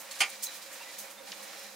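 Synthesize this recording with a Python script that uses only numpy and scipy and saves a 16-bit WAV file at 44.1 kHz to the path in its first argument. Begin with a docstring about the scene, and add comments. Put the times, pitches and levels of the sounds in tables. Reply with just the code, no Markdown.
"""A small workshop, the stereo microphone at arm's length from a roller fixture in a bench vice.
A steel rod is bent into a hoop with a hand lever, a little right of centre. The lever clanks once
and chatters in its seat; then the rod rubs through the rollers with short scrapes, stick-slip
squeaks and ticks. Behind it lie steady room tone, a low drone and a faint return from the walls."""
import sys
import numpy as np
from scipy import signal
from scipy.fft import rfft, irfft
from scipy.io import wavfile

SR = 44100
rng = np.random.default_rng(int(sys.argv[2]) if len(sys.argv) > 2 else 0)


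def transcribe(signal):
    """Save signal, clipped to [-1, 1], as a 16-bit WAV file at the path in sys.argv[1]."""
    frames = np.atleast_2d(signal).T
    limited = np.clip(frames, -1, 1)
    pcm = np.round(limited * 32767).astype(np.int16)
    wavfile.write(sys.argv[1], SR, pcm)


N = 77175
T = np.arange(N) / SR
FREQS = np.maximum(np.arange(N // 2 + 1) * SR / N, 1)
SIDES = np.array([[1], [-1]])  # left, right
CONTACT_WIDTH, TONE_PAN_DB = 0.61, -4  # stereo width of struck noise; left minus right of tones


def amp(db):
    """Decibels to gain."""
    return 10 ** (np.asarray(db) / 20)


def unit(x):
    """Scale to an rms of one."""
    return x / np.sqrt(np.mean(x ** 2))


def along(points):
    """Read (frequency [Hz], value) points at every frequency."""
    hz, value = np.array(points, float).T
    return np.interp(np.log(FREQS), np.log(hz), value)


def shape(x, gain):
    """Filter by a gain at every frequency."""
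    return irfft(rfft(x) * gain, N)


def resonance(hz, width):
    """Gain of a resonance that halves at width Hz either side of its peak."""
    return 1 / (1 + ((FREQS - hz) / width) ** 2)


def walk(rate_hz):
    """Smooth random wander with an rms of one."""
    return unit(shape(rng.standard_normal(N), 1 / (1 + (FREQS / rate_hz) ** 4)))


def envelope(start, attack, hold, t60):
    """Rise, hold and die away; all times in seconds."""
    age = T - start
    return np.clip(age / attack, 0, 1) * np.exp(-np.log(1000) * np.maximum(age - attack - hold, 0) / t60)


def noise(gain, width=1):
    """Coloured noise at the stereo microphone, diffuse in the treble and louder on the right."""
    # likeness of the channels, before width and clipping to 0-1: (frequency [Hz], likeness [ratio])
    likeness = [(30, -2), (100, 1.2), (200, 0.35), (600, 0.8), (2000, 0.72), (4500, 0.56), (8000, 0.34),
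                (15000, 0.02)]
    # lean of the stereo image: (frequency [Hz], left minus right [dB])
    balance = [(30, -2), (150, -6), (300, -3.5), (600, -5.5), (2000, -2.5), (5000, -2.5), (9000, -3),
               (15000, -2.5)]
    like = np.clip(1 - width * (1 - along(likeness)), 0, 1)
    mid, side = rfft(rng.standard_normal((2, N)))
    pair = mid * np.sqrt(1 + like) + SIDES * side * np.sqrt(1 - like)
    return unit(irfft(pair * amp(SIDES * along(balance) / 2) * gain, N))


def workshop():
    """Behind the bench: steady room tone and a low drone whose resonances swell, mostly late on."""
    # colour of the room tone: (frequency [Hz], relative level [dB])
    room_colour = [(25, -24), (80, -21.5), (140, -20), (220, -10.5), (400, -12), (600, -6), (1000, -5),
                   (2300, -7.5), (3000, -11.5), (4000, -10), (7000, -11.5), (15500, -14.5)]
    # resonances of the drone: (frequency [Hz], half width [Hz], level [dB],
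    # swell [dB], middle of the swell [s], its half length [s])
    drone_bands = [(205, 7, -69.5, 11.5, 1.31, 0.12), (304, 41, -72, 5.5, 1.32, 0.32),
                   (543.5, 22.7, -59.5, 6.5, 1.354, 0.18), (480, 26, -73.5, 11, 1.64, 0.73),
                   (805, 22, -69.5, 8, 1.4, 0.48), (946, 21, -69, 2, 0.8, 0.35)]
    drone = 0
    for hz, width, db, swell_db, middle, half in drone_bands:
        swell = np.exp(-((T - middle) / half) ** 2)
        drone = drone + noise(resonance(hz, width)) * amp(db + swell_db * swell)
    return amp(-51) * noise(amp(along(room_colour))) + drone


def walls(direct):
    """The shop's walls send a faint, short reverberation back to the microphone."""
    tail = rng.standard_normal((2, N)) * envelope(start=0.007, attack=0.0041, hold=0, t60=0.17)
    return amp(-22) * signal.fftconvolve(direct, unit(tail) / np.sqrt(N), axes=1)[:, :N]


def rubbing():
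    """Grainy friction of the rod in the rollers, rising and falling with the lever strokes."""
    # course of the friction: (time [s], midrange level [dB], treble level [dB])
    strokes = [(0, -52, -57.5), (0.13, -51.5, -50.5), (0.33, -54.5, -48), (0.41, -65, -51), (0.5, -51, -49),
               (0.57, -59, -46), (0.6, -52.5, -53), (0.64, -67, -48.5), (0.69, -55.5, -53),
               (0.76, -51, -51.5), (0.95, -56.5, -48.5), (1.05, -52.5, -51), (1.12, -54, -56),
               (1.16, -58.5, -64), (1.24, -57, -61), (1.286, -53, -47), (1.315, -56, -50),
               (1.45, -53.5, -51.5), (1.55, -50.5, -48.5), (1.66, -55.5, -49), (1.75, -65, -54.5)]
    # colour of the friction: (frequency [Hz], relative level [dB])
    rub_colour = [(400, -5), (700, 0), (950, -5.5), (1250, -4), (1900, -2), (2400, -3.5), (3100, -4.5),
                  (4200, -6.5), (7000, -9), (9000, -10.5), (11500, -13), (15500, -17)]
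    # rings of the rod and rollers: (frequency [Hz], relative level [dB], half width [Hz])
    rod_rings = [(1855, -0.5, 150), (2364, 3.5, 100), (3960, 1, 260), (4950, -2.5, 140), (5640, -2.5, 160),
                 (6140, -6, 80), (6960, -1, 170)]
    split_hz, low_cut_hz, flicker_db, grain_db = 3120, 600, 0.9, 0.5
    when, middle_db, treble_db = np.array(strokes).T
    middle_db, treble_db = np.interp(T, when, middle_db), np.interp(T, when, treble_db)
    colour = amp(along(rub_colour)) / np.sqrt(1 + (low_cut_hz / FREQS) ** 8)
    low_share = 1 / (1 + (FREQS / split_hz) ** 6)
    middle = noise(colour * np.sqrt(low_share)) * amp(middle_db - 0.5 + flicker_db * walk(17))
    treble = noise(colour * np.sqrt(1 - low_share)) * amp(treble_db + flicker_db * walk(27))
    rings = noise(sum(amp(db) * resonance(hz, width) for hz, db, width in rod_rings))
    rings = rings * amp(treble_db - 3.5 + 2 * walk(31))  # follow the treble, flickering more
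    return (middle + treble) * amp(grain_db * walk(340)) + rings


def squeaks():
    """Short, rough tones where the steel sticks and slips in the rollers."""
    # stick-slip squeaks: (middle [s], pitch [Hz], level [dB], half length [s])
    squeals = [(0.116, 4290, -47, .016), (0.47, 4050, -39.5, 0.0084), (0.488, 3990, -47, 0.028),
               (0.464, 6290, -43.5, 0.021), (0.629, 4900, -52.5, .025), (0.813, 946, -51, .018),
               (0.821, 2700, -53, 0.057), (0.836, 1993, -53, 0.016), (0.889, 1984, -52.5, 0.065),
               (1.188, 3600, -54, 0.028), (1.405, 1110, -54, 0.031), (1.607, 5350, -57, 0.14)]
    wander_hz, roughness = 55, 0.35
    out = 0
    for middle, hz, db, half in squeals:
        swell = np.cos(np.pi / 2 * np.clip((T - middle) / half, -1, 1)) ** 4
        pitch = hz + wander_hz * walk(253)
        tone = np.sqrt(2) * np.sin(2 * np.pi * np.cumsum(pitch) / SR)
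        out = out + amp(db) * swell * tone * (1 + roughness * walk(350))
    return out * amp(SIDES * TONE_PAN_DB / 2)


def scrapes():
    """Steel slips on steel in brief, grainy bursts that ring its high resonances."""
    # slips: (start [s], level [dB], rise [s], fall by 60 dB [s])
    slips = [(-0.004, -42.5, 0.0063, 0.26), (0.108, -43, 0.0072, 0.17), (0.288, -43, .01, 0.094),
             (0.421, -28, .017, 0.14), (0.525, -45.5, 0.022, 0.26), (0.617, -45.5, 0.0091, 0.097),
             (0.712, -44, 0.023, .25), (0.98, -37.5, 0.0082, 0.25), (1.03, -52, .015, .15),
             (1.095, -46, 0.014, 0.19), (1.365, -53, .01, 0.13), (1.418, -44, .014, .17),
             (1.585, -47, 0.011, 0.052), (1.625, -47, 0.0089, 0.12)]
    # colour of the sliding hiss: (frequency [Hz], relative level [dB])
    hiss_colour = [(880, -55), (1500, -22), (1590, -23), (1750, -38), (3250, -12), (3760, -13), (4020, -10),
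                   (5950, -5), (6130, -3.5), (8710, -4.5), (15500, -6)]
    # high resonances of the steel: (frequency [Hz], level against the hiss [dB], half width [Hz])
    steel_rings = [(6430, -13.5, 35), (8440, -14, 110), (9230, -14.5, 250)]
    push = np.sqrt(sum((amp(db) * envelope(start, rise, 0, fall)) ** 2 for start, db, rise, fall in slips))
    low_cut = FREQS / np.hypot(FREQS, 1200)
    hiss = noise(amp(along(hiss_colour)) * low_cut)
    rings = sum(amp(db) * noise(resonance(hz, width)) for hz, db, width in steel_rings)
    grain = amp(walk(400))  # 1 dB of fast flicker
    return push * unit((hiss + rings) * grain)


def ticks():
    """Hard little contacts: the lever chatters and slack is taken up in the rollers."""
    # metal contacts: (time [s], level [dB], centre [Hz], spread [octaves], fall by 60 dB [s])
    contacts = [(0.1108, -40.5, 5300, 0.91, 0.15), (0.1517, -44, 5560, 1.1, 0.2),
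                (0.1886, -39.5, 6000, 1.1, 0.24), (0.2048, -24.5, 5040, 1.1, 0.031),
                (0.2097, -21, 3000, 1.5, 0.011), (0.2167, -24.5, 3450, 1.45, 0.023),
                (0.2212, -39, 2500, 0.93, 0.005), (0.2331, -26.5, 2570, 0.42, 0.012),
                (0.2365, -28, 2400, 0.46, 0.06), (0.3020, -31, 8800, 0.86, .003),
                (1.3190, -33.5, 5000, 0.37, 0.0063), (1.319, -40, 3480, 0.64, 0.065),
                (1.327, -39, 2200, 0.95, 0.037)]
    out = 0
    for start, db, hz, spread, t60 in contacts:
        colour = 1 / (1 + (np.log2(FREQS / hz) / spread) ** 4)
        out = out + amp(db) * noise(colour, CONTACT_WIDTH) * envelope(start, 0.00036, 0, t60)
    return signal.sosfilt(signal.butter(2, 400, "high", fs=SR, output="sos"), out)


def clank():
    """Close to the microphone the lever strikes its seat: modes over a dense ring, damped by the vice."""
    # modes of the fixture with the rod in it: (frequency [Hz], relative level [dB])
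    fixture_modes = [(772, -49.5), (1198, -47.5), (1443, -50.5), (1840, -48.5), (2089, -44), (2188, -44),
                     (2293, -38.5), (2380, -41.5), (2436, -43), (2661, -43), (2752, -50), (2826, -46.5),
                     (2929, -46), (3029, -40), (3100, -43), (3212, -39.5), (3380, -48.5), (4199, -46),
                     (4271, -50.5), (4860, -42.5), (5300, -49), (6106, -50), (6760, -49), (7232, -45.5),
                     (7470, -50), (8580, -44.5)]
    # colour of the dense ring: (frequency [Hz], relative level [dB])
    ring_colour = [(60, -38), (200, -27.5), (420, -13.5), (620, -15), (790, -5), (1050, -13), (1450, -11),
                   (1800, -13.5), (2250, -3), (3100, -5), (3700, -16), (4850, -8), (5700, -16.5),
                   (6800, -13), (7700, -27), (9000, -8), (10800, -18.5), (12000, -31), (15500, -35)]
    # damping of modes and ring: (frequency [Hz], fall by 60 dB [s])
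    damping = [(100, 0.18), (700, 0.18), (1400, 0.18), (2300, 0.17), (3300, 0.083), (6000, 0.14),
               (11000, 0.067)]

    def ring_out(hz):
        """The ring holds while the lever chatters, then dies away."""
        t60 = np.interp(hz, *np.array(damping).T)
        return envelope(start=0.2044, attack=0.0015, hold=0.014, t60=t60)

    modes_rms = np.sqrt(sum(amp(db) ** 2 for hz, db in fixture_modes) / 2)
    modes = 0
    for hz, db in fixture_modes:
        phase, lead = rng.standard_normal(2)
        channel_phase = SIDES * lead * 0.28 * hz / 4000  # higher modes spread wider
        tone = np.sin(2 * np.pi * (hz * T + phase) + channel_phase)
        modes = modes + amp(db) / modes_rms * ring_out(hz) * tone
    dense = noise(amp(along(ring_colour)), CONTACT_WIDTH)
    ring = 0
    for hz in 35 * 2 ** (np.arange(19) / 2):  # half-octave bands
        band = np.maximum(1 - 2 * abs(np.log2(FREQS / hz)), 0)
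        ring = ring + shape(dense, band) * ring_out(hz)
    return amp(-23.5 + SIDES * TONE_PAN_DB / 2) * modes + amp(-25.5) * ring


def scene():
    """The fixture at arm's length from the microphone, the workshop behind it."""
    metal = clank() + ticks() + scrapes() + squeaks()
    return metal + walls(metal) + rubbing() + workshop()


def record(dry):
    """The recorder cuts the top of the microphone's signal steeply."""
    top_hz = 15700
    return signal.sosfilt(signal.ellip(10, 0.2, 80, top_hz, fs=SR, output="sos"), dry)


dry = scene()
out = record(dry)
transcribe(out)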